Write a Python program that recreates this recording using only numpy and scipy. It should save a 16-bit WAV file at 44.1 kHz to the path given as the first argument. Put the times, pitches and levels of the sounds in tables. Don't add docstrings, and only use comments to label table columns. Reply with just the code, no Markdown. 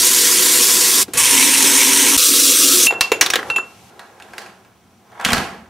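import sys
import numpy as np
from scipy import signal
from scipy.fft import rfft, irfft, next_fast_len
from scipy.io import wavfile
from scipy.ndimage import uniform_filter1d, map_coordinates

SR = 44100
rng = np.random.default_rng(int(sys.argv[2]) if len(sys.argv) > 2 else 0)


def unload_audio(sound):
    columns = np.transpose(np.atleast_2d(sound))
    steps = np.round(np.clip(columns, -1, 1) * 32767)
    wavfile.write(sys.argv[1], SR, steps.astype(np.int16))


def field_ratio(decibels):
    return 10 ** (np.asarray(decibels, dtype=float) / 20)


N = 250929
T = np.arange(N) / SR


def unit(x):
    return x / np.sqrt(np.mean(x ** 2) + 1e-20)


def along(points, hz):
    f, v = np.transpose(points)
    return np.interp(np.log(hz + 1), np.log(f + 1), v)


def gains(rows):
    s, *cols = np.transpose(rows)
    t = np.arange(s[0], s[-1], 1 / SR)
    return [field_ratio(np.interp(t, s, c)) for c in cols]


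def wobble(rate_hz, size):
    knots = rng.standard_normal(int(N * rate_hz / SR) + 4)
    return map_coordinates(knots, [T[:size] * rate_hz])


def filtered(x, response):
    m = next_fast_len(x.shape[-1] + 8192)
    spectrum = rfft(x, m) * response(np.fft.rfftfreq(m, 1 / SR))
    return irfft(spectrum, m)[..., :x.shape[-1]]


def modes(peaks):
    def response(f):
        return sum((-1) ** k * field_ratio(db) * 1j * f * w / (c * c - f * f + 1j * f * w)
                   for k, (c, w, db) in enumerate(peaks))
    return response


def shape(points):
    return lambda f: field_ratio(along(points, f))


def tinted(response, hz, width_hz, lift):
    return lambda f: np.abs(response(f)) * (1 + lift * np.abs(modes([(hz, width_hz, 0)])(f)))


def rush(response, side_db, patchy_db, size):
    noise = rng.standard_normal((2, (size // 8192 + 2) * 8192))
    z = signal.stft(noise, nperseg=256)[2]
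    field = uniform_filter1d(rng.standard_normal(z.shape[1:]), 4, 0)
    field = uniform_filter1d(field, 12, 1)
    pair = signal.istft(z * field_ratio(patchy_db * unit(field)), nperseg=256)[1]
    mid, side = filtered(pair, lambda hz: response(hz) * [hz * 0 + 1, field_ratio(along(side_db, hz))])
    side = side * field_ratio(1.2 * wobble(16, len(side)))
    return unit(np.array([mid + side, mid - side]))[:, 2048:][:, :size]


def burst(response, t60, room, wet_db, crack=0.39):
    hz, t, z = signal.stft(rng.standard_normal((2, SR * 2 // 5)), SR, nperseg=256)
    mid, side = signal.istft(z * field_ratio(-60 * t / along(room, hz)[:, None]), SR, nperseg=256)[1]
    side = filtered(side, lambda f: (f / (f + 400)) ** 2)
    tail = np.array([mid + 0.31 * side, mid - 0.96 * side]) / np.std(mid[:400])
    t = np.arange(len(mid)) / SR
    blow = rng.standard_normal(len(t)) * (field_ratio(-60 * t / t60) + crack * field_ratio(-60 * t / 0.003))
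    cepstrum = irfft(np.log(np.abs(response(np.fft.rfftfreq(4096, 1 / SR))) + 1e-5))
    fold = np.r_[1, np.full(2047, 2), 1, np.zeros(2047)]
    colour = irfft(np.exp(rfft(cepstrum * fold)))
    sound = blow + field_ratio(wet_db) * tail * (1 - np.exp(-t / 0.0037))
    return signal.fftconvolve(sound, colour[None] / np.linalg.norm(colour), axes=1)


def add(track, s, sound):
    part = track[:, round(s * SR):][:, :sound.shape[-1]]
    part += sound[..., :part.shape[1]]


def chirps(rows):
    out = np.zeros((2, N))
    for s, length_s, start_hz, end_hz, db in rows:
        n = round(length_s * SR)
        pitch_hz = np.linspace(start_hz, end_hz, n) * (1 + 0.0071 * wobble(150, n))
        add(out, s, field_ratio(db) * np.hanning(n) * np.sin(2 * np.pi * np.cumsum(pitch_hz) / SR))
    return out


# start t/s, end t/s, aerator hiss level/dB, basin drumming level/dB, pool formed t/s
JET_RUNS = [
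    (0, 1.032, -11, -30, -.2),
    (1.135, 1.173, -22, -32, 1.4),
    (1.173, 2.167, -10.5, -26, 1.31),
    (2.176, 2.87, -10, -27, 2.28),
]
# f/Hz, level/dB per Hz
JET_HISS = [
    [(290, -43.5), (500, -5), (586, -35), (639, -17), (865, -17.5), (957, -5), (1220, -12), (2000, -6),
     (2590, -6.5), (3400, -5), (4230, -4), (4540, -2), (7520, -2.5), (11900, -5), (15700, -13)],
    [(290, -26.5), (500, 5), (639, -11), (1450, -7), (1630, -1), (4950, -6.5), (9080, -9), (13600, -12.5),
     (15000, -22), (15700, -63)],
    [(290, -35), (500, -8.5), (707, -27), (943, -5), (1240, -14.5), (1590, -8), (2270, -3), (3310, -5),
     (3610, -5), (4950, -8), (5640, -1.5), (7000, -5), (9080, -4), (14400, -13), (15700, -21)],
    [(290, -36.5), (500, -6), (805, -35), (1140, -10), (1330, -9.5), (1830, -15), (2820, -3), (3030, -9.5),
     (3260, -3), (4950, -2), (5970, 1.5), (6420, -3.5), (7210, -1.5), (11400, -4.5), (15700, -10)],
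]
# f/Hz, width/Hz, level/dB
SPOUT_MODES = [
    [(3413, 48, 3.5), (4600, 140, -11), (5750, 170, -1), (7453, 460, -3.5), (8570, 410, -9),
     (9040, 290, 0.5), (9970, 300, -6)],
    [(907, 21, 9), (3080, 120, -5), (3573, 79, -9), (6420, 86, -5.5), (7780, 290, -3), (9200, 110, 5.5),
     (11050, 230, -16.5)],
    [(3360, 60, -2.5), (4000, 120, -15), (6020, 140, -7.5), (7240, 130, -3), (8480, 240, -2.5),
     (9230, 310, -8.5), (9990, 360, -16)],
]
# f/Hz, width/Hz, level/dB
BOWL_MODES = [
    [(277.8, 137, -7), (377.5, 20.9, 2.5), (483.4, 20, -3.5)],
    [(273.16, 14.4, 6.5), (386.9, 21, -2.5), (492, 67, -13.5)],
    [(274.7, 20, 0), (363.3, 16, -2), (476.3, 49, -10.5)],
]
# f/Hz, width/Hz, level/dB
PIPE_MODES = [(99, 53, 0)]
# f/Hz, side over mid level/dB
WIDE_SIDE = [(60, -31), (950, -19), (3800, -12), (4800, -15), (5980, -11.5), (7800, -14.5), (10300, -9.5),
             (15000, -15)]
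NARROW_SIDE = [(60, -29.5), (5980, -20), (10000, -12.5), (15000, -19.5)]


def jets():
    valve_s, open_s, open_db = 1.14, 0.12, -0.5
    pool_s, dry_bowl_db, slosh_db, slosh_hz = .06, -10.5, 1.5, 14
    pipe_db, hammer_db, hammer_t60_s = -53, -36, 1.2
    steady = .35
    shots = (0, 1, 1, 2)
    sides = (WIDE_SIDE, WIDE_SIDE, WIDE_SIDE, NARROW_SIDE)
    out = np.zeros((2, N))
    for run, spectrum, shot, side_db in zip(JET_RUNS, JET_HISS, shots, sides):
        start, end, hiss_db, drum_db, pooled_s = run
        t = np.arange(start, end, 1 / SR)
        n = len(t)
        running = t > valve_s
        opening = np.clip(1 - (t - JET_RUNS[2][0]) / open_s, 0, 1) * running
        colour = lambda f: shape(spectrum)(f) * (1 + .5 * np.abs(modes(SPOUT_MODES[shot])(f)))
        flutter = field_ratio(0.34 * wobble(10.494, n) + 0.37 * wobble(59.73, n) + 1.22 * wobble(500, n))
        hiss = unit(flutter * rush(colour, side_db, patchy_db=1.4527, size=n))
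        add(out, start, field_ratio(hiss_db + open_db * opening) * hiss)

        dry_bowl = np.clip(.5 - (t - pooled_s) / pool_s, 0, 1)
        drum = field_ratio(drum_db + dry_bowl_db * dry_bowl + slosh_db * wobble(slosh_hz, n))
        bowl = rush(modes(BOWL_MODES[shot]), side_db, patchy_db=1.5, size=n)
        power = uniform_filter1d(bowl[0] ** 2, size=1500)
        add(out, start, drum * unit(bowl / np.abs(power + .05) ** (steady / 2)))

        hammer = field_ratio(hammer_db - 60 * np.abs(t - valve_s) / hammer_t60_s) * running
        shudder = field_ratio(pipe_db) + hammer
        add(out, start, shudder * rush(modes(PIPE_MODES), side_db, patchy_db=-0.5, size=n))
    return out


# f/Hz, t60/s
BATHROOM_T60 = [(200, 0.66), (2000, 0.258), (12000, 0.19)]


def smears():
    out = np.zeros((2, N))
    for s, db, t60 in ((1.032, -23.5, 0.0614), (2.167, -20, 0.05), (2.868, -17.5, 0.062)):
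        add(out, s, field_ratio(db) * burst(shape(JET_HISS[0]), t60, BATHROOM_T60, wet_db=-37.5, crack=0))
    return out


# f/Hz, width/Hz, level/dB
VALVE_MODES = [(382, 150, 7), (150, 80, -6), (1200, 300, -14)]


def valve():
    out = np.zeros((2, N))
    add(out, 1.081, field_ratio(-30.5) * burst(modes(VALVE_MODES), 0.088, BATHROOM_T60, wet_db=-11.0))
    return out


# t/s, level/dB, t60/s
AIR_SPURTS = [
    (1.136, -18, .035),
    (1.1762, -10.5, 0.01),
]
# f/Hz, level/dB per Hz
SPURT_SPECTRUM = [(3000, -34.5), (5600, -12), (6500, -15), (8000, 1), (13000, -5.5), (15500, -22.5)]


def spurts():
    out = np.zeros((2, N))
    for s, db, t60 in AIR_SPURTS:
        add(out, s, field_ratio(db) * burst(shape(SPURT_SPECTRUM), t60, BATHROOM_T60, wet_db=-22.5))
    return out


# f/Hz, left over right level/dB
TAP_LEAN = [(60, 0), (240, 1), (950, 2.5), (3770, -0.7), (15000, -2.21)]


def tap():
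    water = jets() + smears() + valve() + spurts()
    return filtered(water, lambda f: field_ratio([along(TAP_LEAN, f) / 2, -along(TAP_LEAN, f) / 2]))


# f/Hz, level/dB rms
HIGH_TONES = [(14088, -83), (14384, -83), (14686, -79), (14987, -81), (15283, -79), (15585, -83),
              (15730, -86)]


def tones_and_ticks():
    tones = sum(field_ratio(db + 1 + 4 * wobble(25, N)) * np.sin(2 * np.pi * hz * T) for hz, db in HIGH_TONES)
    ticks = np.maximum(np.cos(2 * np.pi * 29.97 * (T - 4.642)), 0) ** 12
    ticks = ticks * field_ratio(2.5 * wobble(20, N)) * np.sin(2 * np.pi * 5800 * T)
    return tones + field_ratio(np.interp(T, [4.3, 4.6], [-72, -61])) * ticks * (T > 3.7)


# t/s, level/dB
JOLT_EVENTS = [(0, -27), (1.15, -32), (2.1655, -20), (3.009, -25), (3.118, -29), (3.211, -23), (3.3, -31),
               (3.501, -36), (5.25, -26), (5.33, -14), (5.36, -20)]


def jolts():
    rise_s = .0035
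    out = np.zeros((2, N))
    u = np.arange(SR // 10) / SR / rise_s
    for s, db in JOLT_EVENTS:
        add(out, s, field_ratio(db) * u * np.exp(1 - u) * field_ratio([[-1.0], [1.0]]))
    return out


# start t/s, end t/s, rumble level/dB, rustle level/dB, hiss level/dB
ROOM_TONES = [
    (1.034, 1.139, -46, -49.5, -49),
    (2.871, 3.901, -51.5, -52, -50),
    (3.901, 4.502, -55.5, -48, -56.5),
    (4.5, 5.694, -54.5, -57, -61),
]
# t/s, swell/s, fade/s for 60 dB, level/dB, brightness/dB
AIR_STIRS = [
    (2.94, 1, 0.68, -31, -25.5),
    (3.06, .3, 0.36, -45, 6.5),
    (3.22, 0.3, 1.5, -33, -19.5),
    (3.4, .4, 0.8, -37.5, -11.5),
    (3.5, 0.54, 0.3647, -31, -11),
    (3.59, 0.315, 0.02, -38, -10.5),
    (3.96, 0.72, 1.45, -49, -11.5),
    (4.39, 0.83, 1.17, -41, -9.5),
    (5.31, .2, 0.8044, -25.5, -24.5),
    (5.41, 0.76, 0.5468, -29.5, -8.5),
]
# f/Hz, level/dB per Hz
RUMBLE_SPECTRUM = [(15, -66.5), (25, -34), (80, 1.5), (124, 1.5), (145, -11), (188, 3.5), (264, -6),
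                   (500, -21.5), (650, -60.5), (1100, -120)]
RUSTLE_SPECTRUM = [(210, -35), (350, -5.5), (486, -9), (667, -6.5), (809, -4.5), (1170, -11.5), (1370, -11),
                   (2250, -22), (2650, -34), (3500, -25.5), (4550, -55), (7700, -120)]
FAINT_HISS_SPECTRUM = [(1290, -27), (2200, 3.5), (4920, -3.5), (5850, -2), (6570, -4.5), (9740, -7.5),
                       (12900, -10), (13800, -13), (14300, -21), (15700, -25)]
# f/Hz, side over mid level/dB
ROOM_SIDE = [(60, -14.5), (240, -14), (950, -11), (3770, -6.5), (15000, 0.5)]


def air():
    stir = np.array([field_ratio(db - 60 * np.maximum((s - T) / swell, (T - s) / fade))
                     for s, swell, fade, db, _ in AIR_STIRS])
    rumble_share = np.full(len(AIR_STIRS), field_ratio(-14))
    rustle_share = np.ones(len(AIR_STIRS))
    hiss_share = field_ratio([row[-1] for row in AIR_STIRS])
    shares = [rumble_share, rustle_share, hiss_share]
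    spectra = (RUMBLE_SPECTRUM, RUSTLE_SPECTRUM, FAINT_HISS_SPECTRUM)
    out = np.zeros((2, N))
    for start, end, *levels_db in ROOM_TONES:
        a, b = round(start * SR), min(round(end * SR), N)
        for db, share, spectrum in zip(levels_db, shares, spectra):
            gain = np.sqrt(field_ratio(2 * db) + share ** 2 @ stir[:, a:b] ** 2)
            add(out, start, gain * rush(shape(spectrum), ROOM_SIDE, patchy_db=.5, size=b - a))
    return out


# t/s, length/s, start f/Hz, end f/Hz, level/dB
GURGLE_EVENTS = [
    (1.155, .075, 1110, 1180, -22),
    (1.247, .018, 2700, 3600, -14),
    (1.27, .018, 2000, 2250, -15),
]


def gurgles():
    return chirps(GURGLE_EVENTS)


# t/s, knock level/dB, snap level/dB, knock colour f/Hz, snap colour f/Hz
BRUSH_CONTACTS = [(2.869, -21, -14, 2190, 3800), (2.908, -12, -28.5, 790, 3262),
                  (2.924, -13, -37, 474, 4106), (2.935, -16.5, -38, 835, 3337),
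                  (3.009, -8, -0.5, 1060, 4470), (3.118, -5, -6, 434, 2395), (3.211, -2, 4.5, 1880, 5830),
                  (3.225, -12.5, -13, 1560, 5340), (3.262, -15, -8.5, 1050, 3755),
                  (3.302, -16, -8, 1698, 5770), (3.336, -8.5, -8.5, 1770, 3330),
                  (3.3565, -5, -8, 1850, 3220), (3.389, -15, -30, 1790, 3200),
                  (3.429, -21, -42, 1763, 3480), (3.501, -15.5, -21, 1340, 3900),
                  (3.563, -18, -22, 820, 3200), (3.583, -12, -44, 1230, 3880)]
# f/Hz, width/Hz, level/dB
HANDLE_MODES = [(413, 250, -5), (900, 623, -5), (1390, 770, -4.5)]
# f/Hz, level/dB per Hz
SNAP_SPECTRUM = [(880, -42), (1500, -7), (1860, -2.5), (2270, 1), (4780, -4.5), (5220, -8), (5710, -3.5),
                 (6230, -7), (15700, -16.5)]


def brush():
    out = np.zeros((2, N))
    for s, knock_db, snap_db, knock_hz, snap_hz in BRUSH_CONTACTS:
        knock = tinted(modes(HANDLE_MODES), knock_hz, 250, lift=3.5)
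        snap = tinted(shape(SNAP_SPECTRUM), snap_hz, 600, lift=1.9)
        add(out, s, field_ratio(knock_db - 2.0) * burst(knock, 0.044, BATHROOM_T60, wet_db=-18))
        add(out, s, field_ratio(snap_db - 0.5) * burst(snap, 0.036, BATHROOM_T60, wet_db=-18.5))
    return out


# t/s, then push on each part of the lowest mode, signed share of full scale
MUG_BLOWS = [
    (2.8693, -.44, -.9, .76, -.36),
    (2.879, .32, -.31, .18, -.3),
    (2.908, -.05, .23, -.19, -.13),
    (3.0088, -.36, .45, -.14, .21),
    (3.118, .04, .07, .18, -.14),
    (3.501, -.01, -.47, .08, .06),
    (3.5612, .69, -.24, .04, -.07),
]
BLOW_UPPER_DB = [-21, -40, -33, -27, -28, -41, -29]
# f/Hz, t60/s
LOWEST_MODES = [(2681.05, .132), (2708.83, .279), (2721.18, .192), (2738.35, .169)]
# f/Hz, level/dB, t60/s
UPPER_MODES = [(7040, 0, .18), (7078, -3, .15), (9778, -5, .13), (9848, -12, .1), (11304, -8, .12),
               (11440, -15, .1), (12792, -11, .12)]


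def mug():
    out = np.zeros((2, N))
    t = np.arange(SR // 2) / SR

    def ring(hz, t60):
        return field_ratio(-60 * t / t60) * np.sin(2 * np.pi * hz * t)

    for (s, *pushes), upper_db in zip(MUG_BLOWS, BLOW_UPPER_DB):
        low = sum(push * ring(*mode) for push, mode in zip(pushes, LOWEST_MODES))
        upper = sum(field_ratio(db + rng.normal(0, 1.5)) * ring(hz, t60) for hz, db, t60 in UPPER_MODES)
        add(out, s, (low + field_ratio(upper_db) * upper) * field_ratio([[-.4], [.4]]))
    return out


# t/s, thud level/dB, knock level/dB, click level/dB, click colour f/Hz
HALL_BLOWS = [(3.907, -52.5, -41.5, -55.5, 3770), (3.994, -56.5, -26, -36, 4200),
              (4.046, -51.5, -49.5, -52.5, 2200), (4.2, -45.5, -29, -41, 2530),
              (4.223, -46, -50, -38, 3510), (4.285, -55, -38, -55, 2000), (4.308, -47, -46.5, -53, 2520),
              (4.335, -63.5, -28.5, -37.5, 2356), (4.381, -49, -22.5, -26, 4600),
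              (4.418, -55, -33, -40, 3200), (4.462, -55, -35, -40, 2600), (4.649, -50.5, -39, -52, 2551),
              (4.909, -59.5, -56, -61.5, 2240), (5.119, -61, -40, -56.5, 4480),
              (5.199, -54.5, -19, -35, 2570), (5.212, -46, -23.5, -30, 2730), (5.243, -50, -18, -30, 2000),
              (5.249, -29.5, -14, -8, 3300), (5.261, -21, -10.5, -25, 3170), (5.288, -26, -12, -18, 2300),
              (5.304, -28, -12, -18, 2400), (5.32, -17, -9, -16, 2197), (5.332, -19.5, -7, -10, 4500),
              (5.344, -26.5, -14.5, -29, 2296), (5.368, -20, -17, -22, 2480), (5.381, -19, -18, -20, 3100)]
# f/Hz, width/Hz, level/dB
LEAF_MODES = [(75, 22, -4), (195, 46, -1.5), (239, 40, 1)]
# f/Hz, level/dB per Hz
WOOD_SPECTRUM = [(210, -42), (350, -17.5), (471, -1.5), (751, 5.5), (1210, 4.5), (1690, 8), (2060, -5),
                 (3000, -13.5), (3900, -23.5), (6600, -120)]
METAL_SPECTRUM = [(1180, -29.5), (2000, -5.5), (2240, -8), (2900, -7.5), (3160, -11.5), (3850, -12),
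                  (9040, -17), (15700, -28)]
# f/Hz, t60/s
HALL_T60 = [(100, 0.77), (2000, 0.54), (12000, 0.349)]


def hall():
    out = np.zeros((2, N))
    for s, thud_db, knock_db, click_db, click_hz in HALL_BLOWS:
        click = tinted(shape(METAL_SPECTRUM), click_hz, 350, lift=1.8)
        add(out, s, field_ratio(thud_db + 3.0) * burst(modes(LEAF_MODES), .04, HALL_T60, wet_db=-16.0, crack=1.5))
        add(out, s, field_ratio(knock_db - 6.0) * burst(shape(WOOD_SPECTRUM), 0.06, HALL_T60, wet_db=-10.5, crack=1.3))
        add(out, s, field_ratio(click_db - 0.5) * burst(click, 0.04, HALL_T60, wet_db=-12.5, crack=1.6))
    return out * field_ratio([[-.6], [.6]])


# t/s, level/dB
SEAL_SCRAPE = [(5.04, -64), (5.12, -47), (5.17, -44), (5.195, -37), (5.23, -33), (5.25, -21)]


def swing():
    out = np.zeros((2, N))
    gain, = gains(SEAL_SCRAPE)
    n = len(gain)
    colour = lambda f: shape(RUSTLE_SPECTRUM)(f) / (1 + (600 / (f + 1)) ** 4)
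    scrape = field_ratio(3.0 * wobble(120, n)) * rush(colour, ROOM_SIDE, patchy_db=1.0, size=n)
    add(out, SEAL_SCRAPE[0][0], gain * scrape)
    return out


# t/s, length/s, start f/Hz, end f/Hz, level/dB
LATCH_SQUEAK = [
    (5.296, .028, 3450, 3000, -20),
]


def squeak():
    return chirps(LATCH_SQUEAK)


def scene():
    bathroom = tap() + tones_and_ticks() + jolts() + air() + gurgles() + brush() + mug()
    return bathroom + hall() + swing() + squeak()


def starved(x):
    floor_db, tilt_db_per_khz, from_hz = -84, 2.65, 3000
    busy_db, side_kept_db = -42.5, -11
    mid_side = np.array([x[0] + x[1], x[0] - x[1]]) / 2
    hz, _, z = signal.stft(mid_side, SR, nperseg=512)
    power = uniform_filter1d(np.abs(z) ** 2, size=3, axis=1)
    mid, side = uniform_filter1d(power, size=11, axis=2)
    limit = mid[hz > 1000].sum(0) * field_ratio(2 * (floor_db + tilt_db_per_khz * hz / 1000))[:, None]
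    kept = (mid > limit) | (hz < from_hz)[:, None]
    busy = uniform_filter1d(np.median(mid, axis=0), size=15) > field_ratio(2 * busy_db)
    wide = (side > mid * field_ratio(2 * side_kept_db)) | ~busy
    mid, side = signal.istft(z * [kept, kept & wide], SR, nperseg=512)[1][:, :N]
    return np.array([mid + side, mid - side])


def gapped(f):
    width_hz = 45
    edges_hz = np.r_[np.arange(600, 5400, 300), np.arange(5400, 15700, 600)]
    gaps = np.prod([(e * e - f * f + .25j * f * width_hz) / (e * e - f * f + 1j * f * width_hz)
                    for e in edges_hz], axis=0)
    return gaps * np.clip((15860 - f) / 150, 0, 1) ** 2


def band_limit(x):
    return signal.sosfilt(signal.butter(12, 16150, fs=SR, output="sos"), x)


def record(dry):
    x = filtered(dry, lambda f: (1j * f / (50 + 1j * f)) ** 2)
    x = x / (1 + np.abs(x / 0.99) ** 8) ** (1 / 8)
    x = np.clip(filtered(starved(x), gapped), -1, 1)
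    return band_limit(x)


dry = scene()
out = record(dry)
unload_audio(out)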